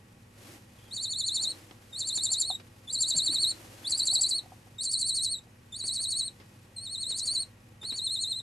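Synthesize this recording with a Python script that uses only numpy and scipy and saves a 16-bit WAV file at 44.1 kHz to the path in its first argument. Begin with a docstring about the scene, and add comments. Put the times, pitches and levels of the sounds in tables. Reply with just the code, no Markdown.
"""Owl chick begging in a cage

A barn owl chick begs close by, in a steel cage lined with towels: a faint wheeze, then eight chittering trills.
Each trill is a chain of arched whistles; round the crests a second sine tone and puffs of raspy noise join in.
Echo taps and a short dense ring throw the sounds back. The towel rustles in swelling noise, taps and bumps
are damped sines, scuffs are dying noise, and steady sines hum like a machine over the noise of moving air."""
import sys
import numpy as np
from scipy import signal
from scipy.fft import rfft, irfft, next_fast_len
from scipy.io import wavfile
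from scipy.ndimage import uniform_filter1d

SR = 44100
rng = np.random.default_rng(int(sys.argv[2]) if len(sys.argv) > 2 else 0)


def dump(signal):
    """Clip the signal to [-1, 1] and save it as 16-bit WAV at the path in sys.argv[1]."""
    limited = np.clip(np.atleast_2d(signal).T, -1, 1)
    pcm = np.round(limited * 32767).astype(np.int16)
    wavfile.write(sys.argv[1], SR, pcm)


N = 371322
TIME = np.arange(N) / SR
SIZE = next_fast_len(N, real=True)
FREQS = np.fft.rfftfreq(SIZE, 1 / SR)

# Spectrum of the moving air: (frequency [Hz], relative level [dB])
ROOM_COLOUR = [(15, -58), (25, -13.5), (69, -8.5), (108, -4), (169, -8.5), (351, -17.5), (445, -19.5),
               (494, -11.5), (676, -29.5), (812, -17), (975, -24), (1920, -25.5), (2930, -29), (3610, -42),
               (13000, -55)]
# Steady partials of the machine: (frequency [Hz], rms level [dB])
HUM_PARTIALS = [(100.7, -60), (118.3, -64), (201, -69), (240, -67), (1120, -80), (1906, -79), (2519, -80)]
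# Likeness of left and right in diffuse noise: (frequency [Hz], likeness [0-1])
STEREO_LIKENESS = [(100, 1), (300, 0.89), (600, 0.35), (1200, 0.043), (3000, 0.31), (12000, 0.9)]
# Spectrum of the rustling towel: (frequency [Hz], relative level [dB])
TOWEL_COLOUR = [(100, -15), (200, -11.5), (340, -1), (410, -12.5), (500, -6), (700, -10), (1280, -13.5),
                (2500, -14), (3300, -15.5), (8000, -19), (13000, -22)]
# Shifts on the towel: (middle [s], half length to 1/e of the power [s], level [dB])
RUSTLES = [(0.49, 0.084, -51), (0.89, 0.2, -59.5), (1.52, 0.13, -52), (2.16, 0.38, -57), (3.246, 0.13, -59),
           (3.725, 0.56, -51.5), (4.4, 0.28, -76), (6.396, 0.3, -63), (7.34, 0.093, -54.5)]
# Spectrum of the faint wheeze: (frequency [Hz], relative level [dB])
WHEEZE_COLOUR = [(2700, -40), (3150, 0), (3350, 0), (3800, -40), (13000, -70)]
# Beat of each trill:
# (start [s], end [s], first trough [s], arch length [s], slowing [s per arch], rising share of an arch [0-1])
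TRILL_BEATS = [(0.906, 1.522, 0.902, .079, 0, .71), (1.924, 2.562, 1.944, .0815, 0, .69),
               (2.871, 3.520, 2.887, .0775, .001, .65), (3.840, 4.398, 3.853, .0786, 0, .68),
               (4.781, 5.396, 4.796, .0797, 0, .59), (5.720, 6.289, 5.738, .080, 0, .64),
               (6.761, 7.437, 6.788, .086, -.001, .70), (7.812, 8.405, 7.829, .084, 0, .69)]
# Voice of each trill: (first trough pitch [Hz], swing before narrowing [Hz], octave level before the throat [dB],
# second tone base pitch [Hz], extra level at the onset [dB])
TRILL_VOICES = [(3380, 1012, -8, 7100, -8.5), (3610, 960, -5.5, 7260, -5.5), (3430, 920, -6.5, 7420, -10),
                (3404, 980, -7.5, 7640, -13), (3723, 670, -0.5, 7480, -5.5), (3504, 780, -1, 6720, 0),
                (4040, 750, -3, 6900, 5.5), (3530, 766, -7, 6980, -7.5)]
# How each trill is pushed, one list per trill; levels are drives, shaped further on:
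# (time [s], crest pitch [Hz], whistle level [dB], second tone level [dB], rasp level [dB])
TRILL_EFFORTS = [
    [(0.96, 4610, -35.5, -39.5, -56), (1.03, 4575, -35, -34, -46.5), (1.11, 4494, -35, -34, -58),
     (1.27, 4452, -32.5, -31, -50.5), (1.44, 4460, -32, -30.5, -46.5), (1.50, 4394, -29, -54, -62)],
    [(2.00, 4540, -36, -34.5, -51.5), (2.25, 4493, -32.5, -26, -46.5), (2.42, 4567, -32, -24.5, -39.5),
     (2.48, 4424, -35.5, -55, -65), (2.55, 4110, -30, -70, -70)],
    [(2.93, 4805, -32.5, -29.5, -62), (3.01, 4600, -31, -25.5, -41.5), (3.18, 4570, -30.5, -25.5, -43.5),
     (3.26, 4547, -29.5, -32, -54), (3.50, 4450, -26.5, -39, -53)],
    [(3.91, 4925, -26.5, -31, -48), (4.13, 4640, -27.5, -25, -44.5), (4.23, 4800, -25.5, -22.5, -45),
     (4.31, 4790, -28, -41, -42.5), (4.37, 4430, -30, -62, -77.5)],
    [(4.85, 4677, -33, -32, -43.5), (5.09, 4490, -31, -34.5, -46.5), (5.25, 4388, -33, -56, -46),
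     (5.33, 4410, -35.5, -60, -58), (5.39, 4010, -38.5, -70, -75)],
    [(5.79, 4670, -39, -47, -60), (5.87, 4565, -33.5, -60, -44.5), (6.20, 4460, -33.5, -39, -50.5),
     (6.27, 4336, -33.5, -71, -77)],
    [(6.82, 4405, -44, -77, -68), (7.11, 4340, -34, -42, -52.5), (7.18, 4550, -37, -44, -38.5),
     (7.30, 4678, -28.5, -36, -50), (7.42, 4430, -31.5, -62, -61)],
    [(7.90, 4460, -36.5, -60, -68), (7.97, 4576, -36.5, -36.5, -57), (8.05, 4257, -32.5, -71, -68),
     (8.23, 4330, -33, -33.5, -56), (8.38, 4170, -34.5, -78, -76)],
]
# Gain of throat and beak on the whistle and its overtones: (frequency [Hz], gain [dB])
THROAT_GAIN = [(3300, 11), (3600, -0.5), (3950, 6.5), (4350, 3), (4600, -2.5), (4800, -11), (5100, -24),
               (7000, -4), (8800, 4), (9400, -10.5), (10800, 5.5), (13000, -28.5)]
# Spectrum of the turbulence that rides on the whistle: (frequency [Hz], relative level [dB])
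HISS_COLOUR = [(2000, -30), (3500, 1), (5000, -8), (6500, -16), (8500, 10), (10000, -6), (11500, 7),
               (13000, 2)]
# Spectrum of the rasp: (frequency [Hz], relative level [dB])
RASP_COLOUR = [(2000, -47), (3400, -21), (4500, 1.5), (5200, -6), (6200, 1), (7500, 2), (8700, 8),
               (9500, -8.5), (10300, -0.5), (11500, -16.5), (13000, -25)]
# First echoes from the steel walls: (delay [s], gain [ratio])
WALL_ECHOES = [(.0006, 0.026), (.00135, 0.21), (.00245, 0.34), (.0032, 0.21), (.0075, 0.27), (.0082, 0.053),
               (.014, 0.11)]
# Light taps with a hollow ring: (time [s], peak level before the cage [dB])
TAPS = [(1.712, -52), (2.174, -52), (2.316, -48.5), (2.502, -30.5), (4.127, -43), (4.193, -47.5),
        (4.436, -52), (4.459, -47.5), (4.52, -41.5), (4.67, -56), (5.47, -58)]
# Modes of that ring: (frequency [Hz], relative level [dB], 60 dB decay time [s])
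TAP_MODES = [(755, 4.5, 0.039), (840, 10, 0.016), (970, 5, 0.017), (1140, -17, 0.028)]
# Soft bumps on the padded floor: (time [s], level before contact and decay [dB], frequency [Hz])
BUMPS = [(2.956, -46, 268), (3.143, -43, 257), (3.146, -43, 614), (3.158, -32.5, 167), (3.292, -32.5, 313),
         (3.31, -40.5, 263)]
# Short scuffs of beak and claws: (time [s], starting level [dB], 60 dB decay time [s])
SCUFFS = [(1.71, -41.5, 0.031), (2.174, -39.5, 0.049), (2.598, -48.5, 0.096), (3.148, -51, 0.24),
          (3.326, -48.5, 0.16), (5.837, -50, 0.16), (5.999, -51, 0.1), (6.399, -51, 0.18),
          (7.103, -50, 0.25), (7.829, -45, 0.13), (7.921, -44.5, 0.16)]
# Spectrum of the scuffs: (frequency [Hz], relative level [dB])
SCUFF_COLOUR = [(100, -16), (300, 3.5), (600, -3.5), (1100, -4), (2500, -6), (5000, -11), (13000, -47)]

ROOM_DB = -58.5
STIRRING_DB = -63.5  # down and towel are never quite still
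WHEEZE_S, WHEEZE_HALF_S, WHEEZE_DB = 0.86, 0.08, -62.5  # middle, half length, level before the high-pass
TROUGH_POINT = 1.12  # exponent: arches have round tops and sharper troughs
NARROWING, NARROWING_S = .35, .11  # the swing shrinks by this share as the trill runs out
LEAD_HZ = 262  # a call slides gently down into its first trough
END_FALL_HZ, END_FALL_S = 524, 0.0247  # the pitch drops as the call gives out
ONSET_S, RELEASE_DB, RELEASE_S, GATE_S = 0.047, -6.5, 0.042, 0.0068
THIRD_DB = -21  # drive of the second overtone, before the throat
# the second tone and the rasp each sound in a window round each crest, centred slightly late
SECOND_LAG_S, SECOND_LENGTH_S, SECOND_EDGE_S = 0.0016, .023, 0.0015
SECOND_BEND, SECOND_BEND_S, SECOND_TOP_S = 0.068, .016, -0.00396  # droops by this share so far from its top
BEAT_TONE_DB = -22  # relative to the second tone
RASP_LAG_S, RASP_LENGTH_S, RASP_EDGE_S = 0.0017, 0.03, 0.0047
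RASP_BOOST_DB, RASP_UNEVEN_DB, FULLY_ROUGH_DB = 7.5, 0.8, -49
HISS_DB = -28  # relative to the smoothed voice
BAND_EDGE_HZ = 13080


def amp(db):
    """Converts decibels to gain."""
    return 10 ** (np.asarray(db) / 20)


def unit(x):
    """Scales to rms 1."""
    return x / np.sqrt(np.mean(x ** 2) + 1e-20)


def read(points, hz):
    """Reads a curve on a log-frequency axis."""
    f, value = np.transpose(points)
    return np.interp(np.log(hz + 1), np.log(f), value)


def noise(colour, weight=1):
    """Noise of the given spectrum and rms 1, then weighted frequency by frequency."""
    gain = unit(amp(read(colour, FREQS)))
    spectrum = rfft(rng.standard_normal(SIZE)) * gain * weight
    return irfft(spectrum, SIZE)[:N]


def wide_noise(colour):
    """Diffuse noise at two microphones, shared and opposed parts set by the stereo likeness."""
    likeness = read(STEREO_LIKENESS, FREQS)
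    mid = noise(colour, np.sqrt((1 + likeness) / 2))
    side = noise(colour, np.sqrt((1 - likeness) / 2))
    return np.array([mid + side, mid - side])


def wobble(count, rate_hz):
    """Smooth random motion of about rms 1, with little above the given rate."""
    hop = 16  # drawn at every 16th sample, then joined by straight lines
    size = next_fast_len(count // hop + 256)
    f = np.fft.rfftfreq(size, hop / SR)
    spectrum = rfft(rng.standard_normal(size)) * np.exp(-(f / rate_hz) ** 2)
    slow = unit(irfft(spectrum, size))
    return np.interp(np.arange(count) / hop, np.arange(size), slow)


def swell(t, half_s, edge_s):
    """A flat-topped window round t = 0 with soft edges."""
    return .5 - .5 * np.tanh((abs(t) - half_s) / edge_s)


def add(mix, s, sound):
    """Mixes a sound in at time s."""
    part = mix[max(round(s * SR), 0):][:len(sound)]
    part += sound[:len(part)]


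def room():
    """Moving air as diffuse noise, and a machine hum of sines whose phases waver slightly."""
    hum = np.zeros(N)
    for hz, db in HUM_PARTIALS:
        waver = .5 * wobble(N, rate_hz=4.2)  # radians
        hum += amp(db) * np.sqrt(2) * np.sin(2 * np.pi * hz * TIME + waver)
    return hum + amp(ROOM_DB) * wide_noise(ROOM_COLOUR)


def towel():
    """Each shift swells and fades in power; fibres slip in small uneven clumps."""
    power = amp(STIRRING_DB) ** 2
    for s, half_s, db in RUSTLES:
        power = power + amp(db) ** 2 * np.exp(-((TIME - s) / half_s) ** 2)
    clumps = amp(1.02 * wobble(N, rate_hz=58))
    return np.sqrt(power) * clumps * wide_noise(TOWEL_COLOUR)


def wheeze():
    """A faint breath of narrow-band noise that leads into the first trill."""
    return amp(WHEEZE_DB) * swell(TIME - WHEEZE_S, WHEEZE_HALF_S, edge_s=0.013) * noise(WHEEZE_COLOUR)


def arches(t, first_s, period_s, slowing_s, rising):
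    """The beat of a trill: steps (even at troughs, odd at crests) and the time from the arch's crest."""
    k = np.arange(-1, 11)
    troughs = first_s + period_s * k + slowing_s * k * (k - 1) / 2
    crests = troughs[:-1] + rising * np.diff(troughs)
    turns = np.c_[troughs[:-1], crests].ravel()
    step = np.interp(t, turns, np.arange(len(turns)) - 2)
    arch = np.maximum(step // 2, 0).astype(int) + 1
    return step, t - crests[arch]


def whistle_pitch(t, step, swing, opening_hz, swing_hz, crest_hz):
    """Pitch arches from trough to crest, after a slide in and before a last fall."""
    narrowing = NARROWING * np.exp((t - t[-1]) / NARROWING_S)
    trough_hz = np.where(step < 1, opening_hz, crest_hz - swing_hz * (1 - narrowing))
    arch_hz = (crest_hz - trough_hz) * swing * (step >= 0)
    lead_hz = LEAD_HZ * np.clip(-step, 0, 1)
    fall_hz = END_FALL_HZ * np.maximum(1 - (t[-1] - t) / END_FALL_S, 0) ** 2
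    return trough_hz + arch_hz + lead_hz - fall_hz


def whistle(t, step, opening_hz, swing_hz, octave_db, crest_hz, level_db, rough):
    """A whistle and two overtones through the throat; rough (0-1) shakes the pitch and weakens the lowest."""
    swing = abs(np.sin(np.pi / 2 * step)) ** TROUGH_POINT
    hz = whistle_pitch(t, step, swing, opening_hz, swing_hz, crest_hz)
    jitter = .003 + .022 * rough ** 2  # rms share of the pitch
    phase = 2 * np.pi * np.cumsum(hz * (1 + jitter * wobble(len(t), rate_hz=790))) / SR
    # the downstroke is pushed hardest; the voice eases as it turns to climb again
    falling = np.clip(-np.sin(np.pi * step), 0, 1) * (step > 0)
    easing = np.exp(-((step % 2 - .15) / 0.39) ** 2)
    first_db = read(THROAT_GAIN, hz) + 4.3 * falling - 1.75 * easing - 0.68 * rough - 2.2
    second_db = read(THROAT_GAIN, 2 * hz) + octave_db - 7.0 * (1 - swing) - 0.75
    third_db = read(THROAT_GAIN, 3 * hz) + THIRD_DB + 2.9 * wobble(len(t), rate_hz=110)
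    tone = amp(first_db) * np.sin(phase)
    tone += amp(second_db) * np.sin(2 * phase)
    tone += amp(third_db) * np.sin(3 * phase)
    flutter_db = 1.5 * wobble(len(t), rate_hz=120)
    return tone * amp(level_db + flutter_db), phase


def second_tone(from_crest, hz, db, whistle_phase):
    """A brief higher whistle arches with each crest and mixes with the main one into a third, higher tone."""
    t = from_crest - SECOND_LAG_S
    droop = SECOND_BEND * np.minimum(((t - SECOND_TOP_S) / SECOND_BEND_S) ** 2, 2)
    shake = .007 * wobble(len(t), rate_hz=700)
    drift = .008 * wobble(len(t), rate_hz=10)
    pitch = hz * (1.014 - droop + shake + drift)
    level = amp(db + 2.4 * wobble(len(t), rate_hz=250))
    strength = level * swell(t, SECOND_LENGTH_S / 2, SECOND_EDGE_S)
    phase = 2 * np.pi * np.cumsum(pitch) / SR
    beat_tone = amp(BEAT_TONE_DB) * np.sin(2 * phase - whistle_phase)
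    return strength * (np.sin(phase) + beat_tone)


def rasp_strength(from_crest, db):
    """Uneven roughness that breaks out round each crest."""
    uneven_db = RASP_UNEVEN_DB * wobble(len(from_crest), rate_hz=29)
    return amp(db + uneven_db) * swell(from_crest - RASP_LAG_S, RASP_LENGTH_S / 2, RASP_EDGE_S)


def trill(beat, voice, effort):
    """One call: its two tones, and the strength of the rasp that breaks out round the crests."""
    start, end, *timing = beat
    opening_hz, swing_hz, octave_db, second_hz, onset_db = voice
    t = np.arange(start, end, 1 / SR)
    times, *columns = np.transpose(effort)
    crest_hz, level_db, second_db, rasp_db = (np.interp(t, times, column) for column in columns)
    level_db = level_db + onset_db * np.maximum(1 - (t - start) / ONSET_S, 0)
    level_db = level_db + RELEASE_DB * np.maximum(1 - (end - t) / RELEASE_S, 0)
    step, from_crest = arches(t, *timing)
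    rasp = rasp_strength(from_crest, rasp_db)
    rough = np.minimum(rasp / amp(FULLY_ROUGH_DB), 1)
    tone, phase = whistle(t, step, opening_hz, swing_hz, octave_db, crest_hz, level_db, rough)
    tone = tone + second_tone(from_crest, second_hz, second_db, phase)
    gate = np.clip(np.minimum(t - start, end - t) / GATE_S, 0, 1)
    return tone * gate, rasp * gate


def hiss(voice):
    """Thin turbulence that follows the loudness of the voice."""
    loudness = uniform_filter1d(abs(voice), size=400)  # about 9 ms
    return amp(HISS_DB) * loudness * noise(HISS_COLOUR)


def ragged(colour, patchy_db, count):
    """Noise whose energy hops between neighbouring bands every few milliseconds."""
    centres = np.linspace(4000, 11500, count)  # Hz
    total = np.zeros(N)
    for share in np.eye(count):
        band = noise(colour, np.sqrt(np.interp(FREQS, centres, share)))
        total += band * amp(patchy_db * wobble(N, rate_hz=123))
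    return unit(total)


def rasp_noise(strength):
    """Patchy noise sputters in uneven puffs under the rasp strength."""
    puffs = amp(1.53 * wobble(N, rate_hz=640))
    return amp(RASP_BOOST_DB) * strength * ragged(RASP_COLOUR, patchy_db=7.0, count=8) * puffs


def chick():
    """The wheeze and all the trills, with their second tone, hiss and rasp."""
    voice, rasp = np.zeros(N), np.zeros(N)
    for beat, pitches, effort in zip(TRILL_BEATS, TRILL_VOICES, TRILL_EFFORTS):
        tones, strength = trill(beat, pitches, effort)
        add(voice, beat[0], tones)
        add(rasp, beat[0], strength)
    voice += hiss(voice)
    voice += rasp_noise(rasp)
    voice += wheeze()
    # so small a throat radiates almost nothing below the whistle
    highpass = signal.butter(N=10, Wn=3300, btype="high", fs=SR, output="sos")
    return signal.sosfilt(highpass, voice)


def cage(x, t60, tail_db, spread_db):
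    """Single echoes from the near walls, and a short dense ring that differs a little left and right."""
    t = TIME[:SR // 3]
    sparse = rng.random((3, len(t))) < .1
    taps = rng.standard_normal((3, len(t))) * sparse * amp(-60 * t / t60) * (t > .003)
    shared, left, right = taps / np.linalg.norm(taps, axis=1, keepdims=True)
    response = amp(tail_db) * shared + amp(spread_db) * np.array([left, right])
    response[:, 0] += 1  # direct sound
    for k, (delay, gain) in enumerate(WALL_ECHOES):
        # a side wall reaches one microphone slightly before the other
        near, far = k % 2, 1 - k % 2
        response[near, round(delay * SR)] += gain
        response[far, round(delay * SR) + 1] += gain
    return signal.fftconvolve(x[None], response, axes=1)[:, :N]


def taps_and_bumps(t):
    """Taps ring a few short modes, bumps one low damped mode; both start with a soft contact."""
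    out = np.zeros(N)
    ring = sum(amp(db - 60 * t / t60) * np.sin(2 * np.pi * hz * t) for hz, db, t60 in TAP_MODES)
    ring *= 1 - np.exp(-t / 0.0047)
    ring /= abs(ring).max()
    for s, db in TAPS:
        add(out, s, amp(db) * ring)
    for s, db, hz in BUMPS:
        decay = amp(db - 60 * t / 0.065)
        add(out, s, decay * (1 - np.exp(-t / 0.0018)) * np.sin(2 * np.pi * hz * t))
    return cage(out, t60=0.13, tail_db=-34, spread_db=-9.5)


def scuffs(t):
    """Scrapes of beak and claws: diffuse noise in puffs that start fast and die away."""
    scrape = np.zeros(N)
    for s, db, t60 in SCUFFS:
        add(scrape, s, amp(db - 60 * t / t60) * (1 - np.exp(-t / 0.00043)))
    return scrape * wide_noise(SCUFF_COLOUR)


def knocks():
    """Small contacts in the cage, each a quarter of a second at most before any echoes."""
    t = TIME[:SR // 4]
    return taps_and_bumps(t) + scuffs(t)


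def scene():
    """The chick in its cage, a touch louder on the left, over small movements and the room."""
    balance = amp([[.15], [-.15]])  # dB, left and right
    calls = cage(chick(), t60=0.13, tail_db=-11.5, spread_db=-16.0) * balance
    return calls + knocks() + towel() + room()


def record(dry):
    """Low-passes the sound at the band edge with a linear-phase filter."""
    lowpass = signal.firwin(301, BAND_EDGE_HZ, window=("kaiser", 8), fs=SR)
    return signal.oaconvolve(dry, lowpass[None], "same", axes=1)


dry = scene()
out = record(dry)
dump(out)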